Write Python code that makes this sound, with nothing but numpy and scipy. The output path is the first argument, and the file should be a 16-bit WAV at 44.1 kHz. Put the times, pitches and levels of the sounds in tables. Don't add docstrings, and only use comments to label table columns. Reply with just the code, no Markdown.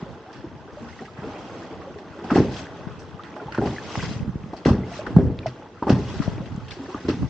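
import sys
import numpy as np
from scipy import signal
from scipy.io import wavfile
from scipy.ndimage import uniform_filter1d

SR = 44100
rng = np.random.default_rng(int(sys.argv[2]) if len(sys.argv) > 2 else 0)


def persist_wave(psi):
    counts = np.round(np.clip(psi, -1, 1) * 32767).astype(np.int16)
    wavfile.write(sys.argv[1], SR, np.atleast_2d(counts).T)


N = 321489
TIME = np.arange(N) / SR

# start_s, thump_peak_db, pocket_pitch_hz, pocket_t60_s, churn_level_db
HULL_SLAPS = [(0.026, -21.5, 188, 0.046, -45), (0.44, -32, 338, 0.14, -36.5),
              (0.813, -34, 234.5, 0.38, -42), (1.006, -32.5, 404, 0.15, -36.5),
              (1.187, -26.5, 148, 0.05, -55), (1.221, -28.5, 198, 0.089, -41), (1.27, -30, 272, 0.12, -48),
              (2.246, -23.5, 240, 0.028, -37), (2.314, -19.5, 408, 0.03, -17.5),
              (2.3234, -18, 270, 0.016, -28), (2.358, -13.5, 380, 0.054, -20),
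              (2.3787, -4.5, 304, 0.011, -20.5), (2.3847, -5.5, 217, 0.026, -17),
              (2.403, -5, 298, 0.018, -39), (2.446, -15.5, 248, 0.03, -37), (3.456, -27, 134, 0.13, -39),
              (3.5841, -8.5, 350, 0.019, -21), (3.592, -13.5, 237, 0.026, -31),
              (3.618, -18.5, 415.5, 0.18, -31), (3.66, -11.5, 242, 0.01, -26),
              (4.111, -17.5, 205, 0.023, -46), (4.247, -27, 240, 0.064, -51), (4.277, -20, 197, 0.088, -49),
              (4.356, -13, 142, 0.018, -58), (4.46, -28, 220, 0.07, -50), (4.532, -21, 308, 0.017, -44),
              (4.6585, -1, 295, 0.012, -14.5), (4.677, -10.5, 240, 0.088, -17.5),
              (4.7085, -4, 122, 0.048, -26), (4.783, -24, 199, 0.08, -33), (5.07, -35, 261, .06, -25.5),
              (5.1645, 0.5, 175, 0.1, -16.5), (5.187, -15, 386, 0.077, -18),
              (5.258, -22, 141, 0.087, -25.5), (5.299, -24.5, 312, 0.092, -32),
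              (5.465, -26.5, 126.4, 0.22, -55), (5.824, -18, 330, 0.012, -30),
              (5.869, -17, 400, 0.045, -25), (5.893, -11, 350, 0.019, -12.5),
              (5.9028, 2.5, 286, 0.0097, -28), (5.923, -7.5, 133, 0.12, -23.5),
              (6.198, -21, 284, 0.086, -45), (6.14, -28.5, 379, 0.11, -50), (6.379, -28, 330, 0.03, -39),
              (6.769, -32, 365, 0.12, -50), (6.794, -26.5, 273.4, 0.25, -38), (6.885, -32, 369, 0.17, -47),
              (6.947, -21, 284, 0.024, -34), (7.05, -24.5, 261, 0.12, -29), (7.0865, -9, 296, 0.032, -24.5),
              (7.098, -12, 274, 0.06, -34), (7.149, -22.5, 228, 0.056, -48), (7.229, -20, 266, 0.1, -43)]
# start_s, level_db, centre_hz, t60_s, fizz_against_body_db
WATER_BREAKS = [(.326, -61, 2000, 0.48, 13.5), (.883, -38.5, 1490, 0.11, -13),
                (1.051, -43, 2200, 0.088, -7), (1.17, -41, 1500, 0.36, -27),
                (1.816, -37.5, 1300, 0.055, -25), (1.985, -47, 2600, 0.06, 3),
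                (2.241, -33, 780, 0.12, -9.5), (2.302, -22, 1250, 0.17, -15.5),
                (2.346, -32, 1800, 0.29, -1), (2.356, -20.5, 870, 0.16, -14), (2.369, -30, 1550, 0.13, -5),
                (2.515, -32, 800, 0.1, -12), (2.565, -44, 3400, 0.18, -8), (2.992, -52.5, 5830, 0.22, -17),
                (3.233, -42.5, 1830, 0.27, -15), (3.3625, -30, 1200, 0.038, -28),
                (3.372, -38, 750, 0.41, -32), (3.521, -30, 2000, 0.075, -13),
                (3.545, -30.5, 1700, 0.12, -11), (3.576, -28, 1580, 0.052, -25),
                (3.615, -26, 710, 0.36, -34), (3.656, -28.5, 880, 0.14, -8), (3.954, -23, 1500, 0.022, -16),
                (4.564, -48, 4600, 0.17, -2), (4.65, -29, 2330, 0.053, -8), (4.654, -27.5, 860, 0.33, -4),
                (4.659, -25, 1400, 0.11, -9), (4.687, -20, 950, 0.14, -15), (4.532, -32, 850, 0.08, -19),
                (5.064, -26, 1420, 0.071, -15.5), (5.163, -19.5, 810, 0.04, -27),
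                (5.185, -48.5, 1710, 0.25, -5), (5.462, -40.5, 1950, 0.14, 4.5),
                (5.826, -29, 1070, 0.11, -39), (5.866, -24.5, 850, 0.45, -36),
                (5.88, -24.5, 1140, 0.089, -19), (5.893, -28.5, 860, 0.24, -1),
                (5.899, -29, 1400, 0.056, -3), (6.22, -39, 1210, 0.29, -1), (6.455, -45, 3100, 0.1, -5),
                (6.68, -42.5, 3250, 0.11, -5), (6.706, -40.5, 4300, 0.18, 0), (6.714, -39, 2900, 0.067, -5),
                (7.082, -37.5, 1300, 0.24, 5.5), (7.222, -39, 1100, 0.16, -17)]
# start_s, peak_db, pitch_hz, glide_octaves_per_t60
CLEAR_BUBBLES = [(.062, -37, 532, 0.25), (.262, -40, 714, 0.69), (0.285, -39, 760, 0.44),
                 (0.296, -47, 1560, 0.21), (0.5, -47, 880, 0.66), (0.678, -48, 1510, 0.56),
                 (0.711, -45, 1230, -0.12), (.77, -32, 582, 0.27), (.929, -40, 2030, 0.29),
                 (0.991, -36, 1920, -0.26), (1.02, -34, 740, 0.48), (1.081, -39, 1240, 0.4),
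                 (1.179, -40, 1520, 0.61), (1.232, -38, 1390, -0.2), (1.241, -28, 445, 0.21),
                 (1.871, -31.5, 516, 0.94), (1.959, -31, 421, -0.25), (2.298, -31, 1700, -0.16),
                 (2.304, -19, 1290, 0.073), (2.308, -24, 696, -0.61), (2.364, -14, 793, -0.45),
                 (3.194, -30.5, 1170, 0.5), (3.4, -31, 1410, 0.015), (3.363, -31.5, 607, 0.44),
                 (3.421, -30, 403, 0.86), (3.483, -27, 834, 0.61), (3.547, -31, 1360, 1),
                 (3.587, -24.5, 1390, 0.23), (3.614, -22.5, 786, 0.082), (3.616, -41, 2000, 0.2),
                 (3.636, -25, 807, 0.22), (3.763, -31, 1910, 0.76), (3.783, -23.5, 1700, 0.19),
                 (3.672, -36, 1110, 0.46), (3.853, -41, 555, 0.3), (3.903, -35, 1210, -0.046),
                 (3.995, -31, 1480, 0.6), (4.002, -31, 1980, 0.15), (4.028, -27.5, 965, 0.9),
                 (4.049, -36, 1444, 0.56), (4.063, -43, 734, 0.13), (4.538, -30, 705, -0.82),
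                 (4.834, -38, 2030, 0.29), (4.916, -30.5, 686, 0.075), (4.991, -23.5, 570, 0.82),
                 (5.431, -41, 2450, -0.39), (5.459, -14.5, 673, -0.32), (5.621, -39, 844, 0.12),
                 (5.772, -41, 1260, 1), (5.8255, -14.5, 990, -0.43), (6.096, -41, 943, 0.47),
                 (6.125, -44, 1220, 0.065), (6.219, -30.5, 1234, 0.94), (6.234, -39, 1900, 0.3),
                 (6.312, -45, 1510, 0.2), (6.415, -34, 523, 0.48), (6.71, -30.5, 3700, -0.8),
                 (6.717, -35, 2380, -0.8), (6.725, -42, 1600, -0.14), (6.927, -37, 1013, 0.5),
                 (6.945, -25, 1180, 0.13), (6.978, -39, 1700, -0.25), (7.052, -41.5, 1390, 0.2),
                 (7.098, -29, 1314, 0.25), (7.226, -47, 1080, 0.083)]
# crest_s, level_db, build_up_s
SPRAY_SHOWERS = [(.98, -54.5, 0.21), (1.58, -56.5, 0.28), (2.4, -46.5, 0.13), (2.59, -43.5, 0.1),
                 (3.72, -46.5, 0.12), (4.04, -40, 0.2), (4.97, -44.5, 0.086), (6.17, -46.5, 0.27),
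                 (7.1, -53, 0.54)]
# time_s, left_minus_right_db
BREAKING_SIDE = [(0, -4), (2.15, -3), (2.6, 2.5), (3.2, -5), (4.05, 2.5), (5.8, -1.5), (6.2, 2.5),
                 (7.29, -1)]
# start_s, peak_db (ahead of panning), pitch_hz
DROP_TICKS = [(2.307, -24.5, 2570), (2.567, -26, 3220), (2.669, -29, 1630), (3.236, -32, 3420),
              (3.341, -36, 2290), (3.577, -21, 980), (3.673, -27, 1890), (3.954, -18.5, 840),
              (3.956, -25, 2000), (4.231, -38, 1860), (4.436, -39.5, 2350), (5.066, -41, 1880),
              (5.3897, -26, 2570), (5.39, -25, 3450), (5.4704, -27, 2180), (5.488, -34, 4430),
              (6.088, -36, 2940), (6.193, -31, 2590), (6.277, -21.5, 604), (6.381, -32.5, 2400),
              (6.381, -32, 584), (6.458, -43, 1700), (6.476, -39, 1880), (6.926, -44, 2680),
              (6.563, -39, 6500)]
# crest_s, level_db, build_up_s
BOW_SURGES = [(1.33, -42, 0.12), (1.58, -44.5, 0.25), (3.42, -40, 0.019), (3.87, -43.5, 0.12)]
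# time_s, level_db (ahead of the gurgle's trim)
HULL_WATER = [(0, -38.5), (0.2, -43.5), (0.36, -43), (0.58, -44.5), (0.92, -43), (1.12, -44), (1.28, -37),
              (1.7, -40), (2.07, -42.5), (2.42, -36.5), (3.08, -42), (3.6, -40), (4.0, -37), (4.3, -44.5),
              (4.6, -41.5), (5.12, -38.5), (5.33, -44.5), (5.48, -40.5), (5.63, -43), (5.73, -47),
              (5.9, -45.5), (6.25, -37.5), (6.7, -43.5), (6.98, -37.5), (7.29, -45.5)]
# crest_s, level_db (ahead of the wind gain),
# half_length_s, left_minus_right_db
WIND_GUSTS = [(0.1, -43, 0.034, -19), (0.683, -56.5, 0.41, 17), (1.65, -55.5, 0.56, 0),
              (2.417, -66, 0.11, -12), (2.92, -48.5, 0.26, 5.5), (4.178, -38.5, 0.25, -1.5),
              (5.21, -32.5, 0.084, 4), (6.28, -40.5, 0.27, -1), (6.608, -44.5, 0.11, -6),
              (7.231, -29.5, 0.035, 1)]
# start_s, peak_db (ahead of panning), left_minus_right_db
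EDDY_POPS = [(0.101, -41, 7), (2.808, -31.5, 8), (2.869, -20, 28), (2.979, -30, -11), (3.973, -19, -1),
             (4.036, -23, 15), (4.059, -26.5, -4), (4.202, -17, 25), (4.224, -18, -18), (4.29, -16, -9),
             (4.438, -23, -2), (6.2, -10.5, 25), (6.277, -10.5, 13), (6.404, -17.5, -6), (6.547, -21.5, -1),
             (6.576, -20, -1), (7.221, -15, -23)]

# frequency_hz, relative_level_db
CHURN_SPECTRUM = [(30, -38), (70, -23.5), (130, -3), (230, 1), (400, -2), (540, -13.5), (900, -24),
                  (2000, -39.5), (6000, -61)]
# frequency_hz, relative_level_db
BOOM_SPECTRUM = [(25, -40.5), (45, 2), (80, 4.5), (125, 6), (200, 1.5), (330, -8), (520, -10.5), (900, -33),
                 (4000, -63)]
# frequency_hz, relative_level_db
SPRAY_SPECTRUM = [(200, -16.5), (700, -3.5), (1500, 2), (2500, -1.5), (4000, -5.5), (5500, -7.5),
                  (7000, -15), (8000, -24), (9000, -40.5)]
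# frequency_hz, relative_level_db
FIZZ_SPECTRUM = [(800, -23.5), (2200, 10.5), (3500, 0.5), (5200, -0.5), (6800, -3.5), (8000, -12),
                 (9000, -24.5)]
# frequency_hz, relative_level_db
SURGE_SPECTRUM = [(100, -17), (250, 2.5), (450, 5), (750, 5), (1200, -7.5), (2000, -12), (4000, -22.5),
                  (8000, -50)]
# frequency_hz, relative_level_db
GURGLE_SPECTRUM = [(30, -26), (70, 0), (140, -1.5), (350, 1.5), (550, -3), (800, -5), (1300, -11),
                   (2000, -16.5), (3500, -26.5), (8000, -44)]
# frequency_hz, relative_level_db
WIND_SPECTRUM = [(20, -14.5), (45, -10), (90, 2), (170, -2), (280, -13), (450, -27), (1000, -41.5),
                 (4000, -62)]
# frequency_hz, side_against_mid_db
STEREO_WIDTH = [(50, -11), (300, -25), (600, -16), (1200, -10.5), (2400, -4.5), (4500, -3.5), (8000, 0.5)]

CHURN_T60_S, USUAL_POCKET_HZ, CHURN_SIZE_POWER = 0.53, 236, 0.92
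SPATTER_DB = -28
SPLASH_RISE_S = 0.0013
USUAL_BUBBLE_DB, BUBBLE_CYCLES, DAMPING_PER_DB = -17, 36.7, 0.045
SHOWER_FALL, SURGE_FALL = 0.63, 1.27
PATTER_DB = -18
DRIPS_DB, TRICKLE_DB = -19, -7
TICK_CYCLES, TICK_FIZZ_DB, TICK_FIZZ_T60_S = 9.9, -29, 0.014
CLEAR_SHARE = 0.27
WIND_GAIN_DB, BREEZE_DB = 9.5, -67
WIND_SHARED = 0.22
EDDY_HZ = 162.5
EDGE_HZ = 8700


def slaps():
    thumps, light, deep = np.zeros(N), np.zeros(N), np.zeros(N)
    t = TIME[:SR]
    for s, thump_db, hz, t60, churn_db in HULL_SLAPS:
        add(thumps, s, amp(thump_db) * ring(hz, t60, glide=-0.055, rise=0.22))
        churn_t60 = CHURN_T60_S * (USUAL_POCKET_HZ / hz) ** CHURN_SIZE_POWER
        onset = 1 - np.exp(-t / 0.00085)
        power = (amp(churn_db) * decay(t, churn_t60) * onset) ** 2
        boom_share = 1 / (1 + (hz / USUAL_POCKET_HZ) ** 4)
        add(deep, s, power * boom_share)
        add(light, s, power * (1 - boom_share))
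    pockets = cloud(per_s=1500, low_hz=46, high_hz=1550, cycles=16, spread_db=0.8)
    churn = texture(pockets, CHURN_SPECTRUM, clump_db=-1.0) * np.sqrt(light)
    boom = texture(np.roll(pockets, N // 3), BOOM_SPECTRUM, clump_db=-1.0) * np.sqrt(deep)
    spatter = cloud(per_s=700, low_hz=550, high_hz=2200, cycles=22, spread_db=1.5, rise_oct=0.5)
    return thumps + churn + boom + amp(SPATTER_DB) * spatter * np.sqrt(light)


def splashes():
    out = np.zeros((2, N))
    t = TIME[:SR // 2]
    foam = cloud(per_s=3400, low_hz=190, high_hz=9400, cycles=28, spread_db=1.5, rise_oct=0.35)

    def burst(body_start, fizz_start, body, fizz_db):
        bubbles = unit(colour(foam[body_start:body_start + len(t)], body))
        fizz = unit(colour(foam[fizz_start:fizz_start + len(t)], SPRAY_SPECTRUM))
        return bubbles + amp(fizz_db) * fizz

    for s, db, hz, t60, fizz_db in WATER_BREAKS:
        body = [(hz / 6, -24), (hz / 2, -7), (hz, 0), (hz * 1.2, -6), (hz * 1.87, -20), (hz * 8, -46)]
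        onset = 1 - np.exp(-t / (SPLASH_RISE_S + 0.0043 * t60))
        fade = amp(db) * onset * decay(t, t60)
        a, b, c, d = rng.integers(0, N - len(t), size=4)
        mid = fade * burst(a, b, body, fizz_db)
        side = fade * burst(c, d, body, fizz_db)
        add(out, s, stereo(mid, side))
    return out


def plops():
    out = np.zeros(N)
    for s, db, hz, glide in CLEAR_BUBBLES:
        cycles = BUBBLE_CYCLES * np.exp(-DAMPING_PER_DB * (db - USUAL_BUBBLE_DB))
        add(out, s, amp(db) * ring(hz, cycles / hz, glide, rise=0.64))
    return out


def spray():
    drops = cloud(per_s=2600, low_hz=600, high_hz=9000, cycles=30, spread_db=2.2, rise_oct=0.3)
    mist = cloud(per_s=2200, low_hz=2500, high_hz=9000, cycles=75, spread_db=1.9, rise_oct=0.08)
    near = cloud(per_s=70, low_hz=1100, high_hz=6000, cycles=22, spread_db=2.2)
    trickle = cloud(per_s=60, low_hz=600, high_hz=2600, cycles=48, spread_db=1.7, rise_oct=0.8)
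    patter = amp(-1.5) * texture(drops, SPRAY_SPECTRUM, clump_db=2)
    fizz = amp(-3.0) * texture(mist, FIZZ_SPECTRUM, clump_db=2)
    drips = amp(DRIPS_DB) * unit(colour(near, SPRAY_SPECTRUM))
    wash = amp(PATTER_DB) * level(HULL_WATER)
    thrown = swells(SPRAY_SHOWERS, SHOWER_FALL)
    shower = np.hypot(thrown, wash) * amp(1.0 * drift(30))
    heaviness = (shower / shower.max()) ** 0.083
    return shower * (patter + heaviness * fizz + drips) + amp(TRICKLE_DB) * thrown * trickle


def ticks():
    out = np.zeros((2, N))
    t = TIME[:SR // 10]
    for s, db, hz in DROP_TICKS:
        hiss = unit(colour(rng.standard_normal(len(t)), SPRAY_SPECTRUM))
        fizz = hiss * decay(t, TICK_FIZZ_T60_S)
        add(out, s, amp(db) * ring(hz, TICK_CYCLES / hz, rise=0.83))
        add(out, s, amp(db + TICK_FIZZ_DB) * fizz)
    return out


def surges():
    packed = cloud(per_s=5000, low_hz=180, high_hz=3000, cycles=30, spread_db=1.2, rise_oct=0.3)
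    return texture(packed, SURGE_SPECTRUM, clump_db=-2.5) * swells(BOW_SURGES, SURGE_FALL)


def gurgle():
    soft = cloud(per_s=3800, low_hz=90, high_hz=4800, cycles=20, spread_db=2.2)
    clear = cloud(per_s=70, low_hz=260, high_hz=1700, cycles=55, spread_db=1.4, rise_oct=0.7)
    bubbles = unit(soft + CLEAR_SHARE * clear)
    water = texture(bubbles, GURGLE_SPECTRUM, clump_db=1.5)
    return amp(-0.5) * water * level(HULL_WATER) * amp(1.0 * drift(22))


def wind():
    def lumpy_noise():
        rumble = colour(rng.standard_normal(N), WIND_SPECTRUM)
        return unit(rumble * amp(6.5 * drift(55)))

    ports = np.array([lumpy_noise(), lumpy_noise()])
    power = np.full((2, N), amp(BREEZE_DB) ** 2)
    for *gust, side_db in WIND_GUSTS:
        power += (panned(side_db)[:, None] * swells([gust])) ** 2
    out = amp(WIND_GAIN_DB) * (ports + WIND_SHARED * ports[::-1]) * np.sqrt(power)
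    for s, db, side_db in EDDY_POPS:
        pop = ring(EDDY_HZ, 5 / EDDY_HZ, glide=-0.21, rise=0.4)
        add(out, s, amp(db) * panned(side_db)[:, None] * pop)
    return out


def ring(hz, t60, glide=0, rise=0.35):
    t = np.arange(int(t60 * SR) + 8) / SR
    turns = np.cumsum(hz * 2 ** (glide * t / t60)) / SR
    fade = decay(t, t60) * (1 - np.exp(-(turns / rise) ** 2))
    return np.sin(2 * np.pi * turns) * fade / fade.max()


def cloud(per_s, low_hz, high_hz, cycles, spread_db, rise_oct=0.13, count=48):
    out = np.zeros(N)
    births = max(int(per_s * N / SR / count), 1)
    for hz in np.geomspace(low_hz, high_hz, count):
        life, glide, detune = rng.random(3)
        when, size = rng.random((2, births))
        signs = (-1) ** np.arange(births)
        clicks = np.zeros(N)
        clicks[(when * N).astype(int)] = amp(spread_db * np.minimum(-np.log(size), 3.5)) * signs
        grain = ring(hz * (0.924 + 0.271 * detune), cycles * (0.5 + life) / hz, rise_oct * glide)
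        out += np.sqrt(hz) * unit(signal.oaconvolve(clicks, grain)[:N])
    return unit(out)


def texture(grains, spectrum, clump_db):
    water = clump(grains + 0.65 * rng.standard_normal(N), clump_db)
    mid = unit(colour(water, spectrum))
    return stereo(mid, np.roll(mid, N // 2))


def clump(x, depth_db, size=7, count=9):
    z = signal.stft(x, nperseg=512, noverlap=384)[2]
    patches = uniform_filter1d(rng.standard_normal(z.shape), size, axis=0)
    patches = uniform_filter1d(patches, count, axis=1)
    return signal.istft(z * amp(depth_db * unit(patches)), nperseg=512, noverlap=384)[1][:N]


def colour(x, points, size=4096):
    hz, db = np.transpose(points)
    bins_hz = abs(np.fft.fftfreq(size, 1 / SR)) + 1
    log_gain = np.log(amp(np.interp(np.log(bins_hz), np.log(hz), db)))
    taps = np.fft.ifft(np.exp(np.conj(signal.hilbert(log_gain)))).real[:size // 2]
    return signal.oaconvolve(x, taps)[:len(x)]


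def stereo(mid, side):
    side = colour(side, STEREO_WIDTH)
    return np.array([mid + side, mid - side])


def panned(side_db):
    pair = np.array([amp(side_db / 2), amp(-side_db / 2)])
    return pair / np.sqrt(np.mean(pair ** 2, axis=0))


def swells(rows, fall=1):
    power = np.zeros(N)
    for s, db, rise_s in rows:
        width_s = np.where(TIME < s, rise_s, fall * rise_s)
        power += amp(db) ** 2 * np.exp(-2 * ((TIME - s) / width_s) ** 2)
    return np.sqrt(power)


def drift(per_s):
    knots = rng.standard_normal(2000)
    return np.interp(TIME * per_s, np.arange(len(knots)), knots)


def level(rows):
    return amp(np.interp(TIME, *np.transpose(rows)))


def decay(t, t60):
    return np.exp(-np.log(1000) * t / t60)


def amp(db):
    return 10 ** (np.asarray(db) / 20)


def unit(x):
    return x / np.sqrt(np.mean(x ** 2) + 1e-20)


def add(mix, s, sound):
    part = mix[..., max(round(s * SR), 0):][..., :sound.shape[-1]]
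    part += sound[..., :part.shape[-1]]


def scene():
    side_db = np.interp(TIME, *np.transpose(BREAKING_SIDE))
    thrown = panned(side_db) * (spray() + ticks()) + panned(side_db + 1.5) * splashes()
    return slaps() + thrown + plops() + surges() + gurgle() + wind()


def record(dry):
    lean = signal.sosfilt(signal.butter(4, 43, "highpass", fs=SR, output="sos"), dry)
    taps = signal.firwin(301, EDGE_HZ, window=("kaiser", 7), fs=SR)
    return signal.oaconvolve(np.clip(lean, -1, 1), taps[None], "same")


dry = scene()
out = record(dry)
persist_wave(out)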